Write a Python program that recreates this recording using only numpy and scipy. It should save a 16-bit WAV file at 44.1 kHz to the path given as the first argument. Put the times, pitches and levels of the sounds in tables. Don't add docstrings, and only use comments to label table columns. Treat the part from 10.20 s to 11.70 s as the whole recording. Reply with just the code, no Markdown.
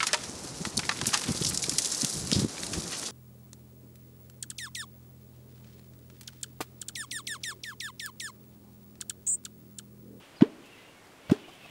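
import sys
import numpy as np
from scipy import signal
from scipy.fft import rfft, irfft, next_fast_len
from scipy.io import wavfile
from scipy.ndimage import map_coordinates

SR = 44100
rng = np.random.default_rng(int(sys.argv[2]) if len(sys.argv) > 2 else 0)


def master_out(mix):
    frames = np.transpose(np.atleast_2d(mix))
    ceiling = np.clip(frames, -1, 1)
    pcm = np.round(ceiling * 32767).astype(np.int16)
    wavfile.write(sys.argv[1], SR, pcm)


N = 66150

# (frequency [Hz], level [dB])
SHORE_TONE = [(80, -16), (170, -15), (260, -11), (380, -5.5), (600, 2.5), (1200, -1), (4000, 1),
              (12000, -18)]


def amp(db):
    return 10 ** (np.asarray(db) / 20)


def unit(x):
    return x / np.sqrt(np.mean(x ** 2) + 1e-20)


def since(start):
    return np.maximum(np.arange(N) / SR - start, 0)


def wobble(rate):
    knots = rng.standard_normal(int(N * rate / SR) + 4)
    return map_coordinates(knots, [np.arange(N) * rate / SR])


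def noise(tone, edge_hz=None):
    f = np.fft.rfftfreq(N, 1 / SR)
    hz, db = np.transpose(tone)
    gain = amp(np.interp(np.log(f + 1), np.log(hz), db))
    if edge_hz is not None:
        gain = gain / np.hypot(1, (f / edge_hz) ** 2)
    return unit(irfft(rfft(rng.standard_normal(N)) * gain, N))


def strike(start, attack_s, t60_s):
    t = since(start)
    return (1 - np.exp(-t / attack_s)) * np.exp(-np.log(1000) * t / t60_s)


def swell(start, length):
    return np.sin(np.pi * np.minimum(since(start) / length, 1))


def echo(x, tone, delay_s, t60_s):
    tail = noise(tone) * strike(delay_s, 0.0036, t60_s)
    return signal.fftconvolve(x, tail / np.linalg.norm(tail))[:N]


def air():
    # (frequency [Hz], level [dB])
    air_tone = [(25, -9), (60, -6.5), (130, 2), (280, 1), (500, 0), (900, -4.5), (1800, -6.5), (3000, -12),
                (5000, -16.5), (9000, -19.5), (14000, -27), (15800, -29)]
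    return amp(-54.5) * noise(air_tone)


def birds():
    # (time [s], length [s], first pitch [Hz], last pitch [Hz], level [dB])
    notes = [(.158, 0.027, 4950, 4780, -54.5), (.176, 0.029, 4450, 4030, -55), (.44, .035, 2770, 2610, -57),
             (0.492, 0.21, 2001, 2080, -62), (.515, 0.047, 2870, 2500, -53), (.6, 0.18, 2820, 2810, -60.5),
             (.74, 0.078, 2280, 2100, -61), (1.02, .08, 2180, 2320, -58), (1.23, 0.041, 2047, 2730, -57),
             (1.233, 0.023, 3070, 2860, -54.5), (1.31, 0.044, 3170, 3030, -54),
             (1.415, .06, 2750, 2490, -54.5)]
    # (time [s], level [dB])
    chorus_level = [(0, -60), (.33, -69.5), (.45, -60), (.6, -56.5), (.75, -68), (.92, -74.5),
                    (1.101, -56.5), (1.3, -60), (1.5, -54)]
    # (frequency [Hz], level [dB])
    chorus_tone = [(1200, -39), (2000, -5), (2700, 2.5), (3300, -1.5), (4200, -10.5), (7000, -22.5)]
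    song = np.zeros(N)
    for start, length, first_hz, last_hz, db in notes:
        hz = first_hz + (last_hz - first_hz) * np.minimum(since(start) / length, 1)
        waver = 1 + 0.0046 * wobble(200)
        phase = 2 * np.pi * np.cumsum(hz * waver) / SR
        flutter_db = wobble(90)
        song += amp(db + flutter_db) * swell(start, length) * np.sin(phase)
    reverb = amp(-11.5) * echo(song, SHORE_TONE, delay_s=0, t60_s=0.35)
    chorus_db = np.interp(since(0), *np.transpose(chorus_level)) + wobble(31.7)
    return song + reverb + amp(chorus_db) * noise(chorus_tone)


def slaps():
    # (time [s], slap [dB], treble edge [Hz], push [dB], push pitch [Hz])
    entries = [(0.2084, -25.5, 5500, -22, 137), (1.0958, -26, 10600, -18, 135)]
    # (frequency [Hz], level [dB])
    slap_tone = [(250, -19), (450, -14), (630, 8.5), (850, -8), (1400, -7), (3200, -15), (5000, -22),
                 (8000, -33), (15000, -33)]
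    out = np.zeros(N)
    for start, slap_db, edge_hz, push_db, push_hz in entries:
        slap = noise(slap_tone, edge_hz) * strike(start + 0.00052, attack_s=0.001, t60_s=0.044)
        push = np.sin(2 * np.pi * push_hz * since(start)) * strike(start, attack_s=0.0037, t60_s=0.052)
        out += amp(slap_db) * slap + amp(push_db) * push
    return out


def plops():
    # (time [s], level [dB], glide from [Hz], glide to [Hz], onset to mid-glide [s],
    # glide time [s], steady climb [Hz/s], suction relative to level [dB])
    pockets = [(0.2202, -6.5, 220.3, 377, 0.0086, 0.00136, 2490, -39),
               (1.1162, -11, 113, 408, 0.0056, 0.0024, 537, -14)]
    suction_lead_s, suction_width_s = 0.00275, 0.0036
    surge_at_s, surge_width_s = 0.0049, 0.0029
    out = np.zeros(N)
    for start, db, from_hz, to_hz, middle_s, glide_s, climb, suction_db in pockets:
        t = since(start)
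        glide = (1 + np.tanh((t - middle_s) / (2 * glide_s))) / 2
        hz = from_hz + (to_hz - from_hz) * glide + climb * t
        phase = 2 * np.pi * np.cumsum(hz * (t > 0)) / SR
        suction = amp(suction_db) * np.exp(-((since(0) - start + suction_lead_s) / suction_width_s) ** 2)
        surge = np.exp(-((t - surge_at_s) / surge_width_s) ** 2)
        ring = amp(0.7) * strike(start, attack_s=0.0016, t60_s=0.064)
        out += amp(db) * ((surge + ring) * np.sin(phase) - suction)
    return out


def closings():
    # (time [s], tear [dB], treble edge [Hz], length [s], spray [dB])
    tears = [(0.2177, -28, 3700, 0.0079, -36.5), (1.1098, -32, 11100, 0.012, -36)]
    # (frequency [Hz], level [dB])
    tear_tone = [(300, -6), (620, 5), (800, -6.5), (1020, -1.5), (1500, -11), (3000, -7.5), (5000, -16.5),
                 (8500, -20), (15000, -24)]
    # (frequency [Hz], level [dB])
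    spray_tone = [(300, -9), (600, 9), (1100, 0.5), (1700, -2), (3300, -5.5), (5500, -10.5), (10000, -17),
                  (15000, -31)]
    out = np.zeros(N)
    for start, tear_db, edge_hz, length, spray_db in tears:
        out += amp(tear_db) * noise(tear_tone, edge_hz) * swell(start, length)
        drops = unit(noise(spray_tone, edge_hz) * amp(1.8 * wobble(400)))
        out += amp(spray_db) * drops * strike(start + length / 2, attack_s=0.0045, t60_s=0.17)
    return out


def bubbles():
    # (time [s], level [dB], pitch [Hz], t60 [s])
    blips = [(.2195, -19.5, 976, 0.028), (0.263, -35, 569, 0.081), (1.1115, -20.5, 590, 0.029),
             (1.281, -33.5, 705, 0.032), (1.291, -52, 1170, 0.021)]
    rise_per_s = 1.6
    out = np.zeros(N)
    for start, db, hz, t60_s in blips:
        t = since(start)
        phase = 2 * np.pi * hz * t * (1 + rise_per_s * t / 2)
        out += amp(db) * strike(start, attack_s=0.0028, t60_s=t60_s) * np.sin(phase)
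    return out


def surface_radiation(x, low_cut_hz):
    ratio = (np.fft.rfftfreq(N, 1 / SR) / low_cut_hz) ** 4
    return irfft(rfft(x) * ratio / (1 + ratio), N)


def shore_echoes(strokes):
    # (frequency [Hz], level [dB])
    bank_tone = [(100, -24), (230, -15), (350, 9), (440, 2), (600, 2), (1500, 4.5), (6000, -15.5)]
    wash = amp(-22.5) * echo(strokes, SHORE_TONE, delay_s=0.015, t60_s=0.81)
    answer = amp(-42) * echo(strokes, bank_tone, delay_s=0.13, t60_s=0.24)
    return wash + answer


def water_grains(bursts, tone, grain_db):
    level = sum(amp(db) * swell(start, length) for start, db, length in bursts)
    return level * unit(noise(tone) * amp(grain_db * wobble(500)))


def sprinkles():
    # (time [s], level [dB], length [s])
    flurries = [(.45, -61, 0.032), (.845, -64, 0.038), (1.3, -65.5, 0.086)]
    # (frequency [Hz], level [dB])
    fizz_tone = [(2000, -14), (4500, 7), (8000, 2), (12500, 0), (15500, -16)]
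    return water_grains(flurries, fizz_tone, grain_db=6.5)


def splashes():
    # (time [s], level [dB], length [s])
    stirs = [(1.277, -46, 0.027), (1.447, -49, 0.021)]
    # (frequency [Hz], level [dB])
    slosh_tone = [(250, -9), (550, -14), (730, 14), (950, -13), (1150, 7), (1600, -30), (3500, -16),
                  (6000, -20), (15000, -32)]
    return water_grains(stirs, slosh_tone, grain_db=6)


def scene():
    strokes = surface_radiation(slaps() + plops() + closings(), low_cut_hz=62)
    echoes = shore_echoes(strokes)
    water = bubbles() + splashes() + sprinkles()
    return (strokes + echoes + water + birds() + air())[None]


def record(dry):
    threshold_db, slope, attack_s, release_s = -24, 0.2, 0.055, 0.29
    top_hz = 15750
    power = dry ** 2
    for seconds in (release_s, attack_s):
        keep = np.exp(-1 / (seconds * SR))
        power = signal.lfilter([1 - keep], [1, -keep], power)
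    ducked = dry / (1 + power / amp(threshold_db) ** 2) ** slope
    size = next_fast_len(N + SR // 2)
    passband = np.fft.rfftfreq(size, 1 / SR) < top_hz
    return irfft(rfft(ducked, size) * passband, size)[..., :N]


dry = scene()
out = record(dry)
master_out(out)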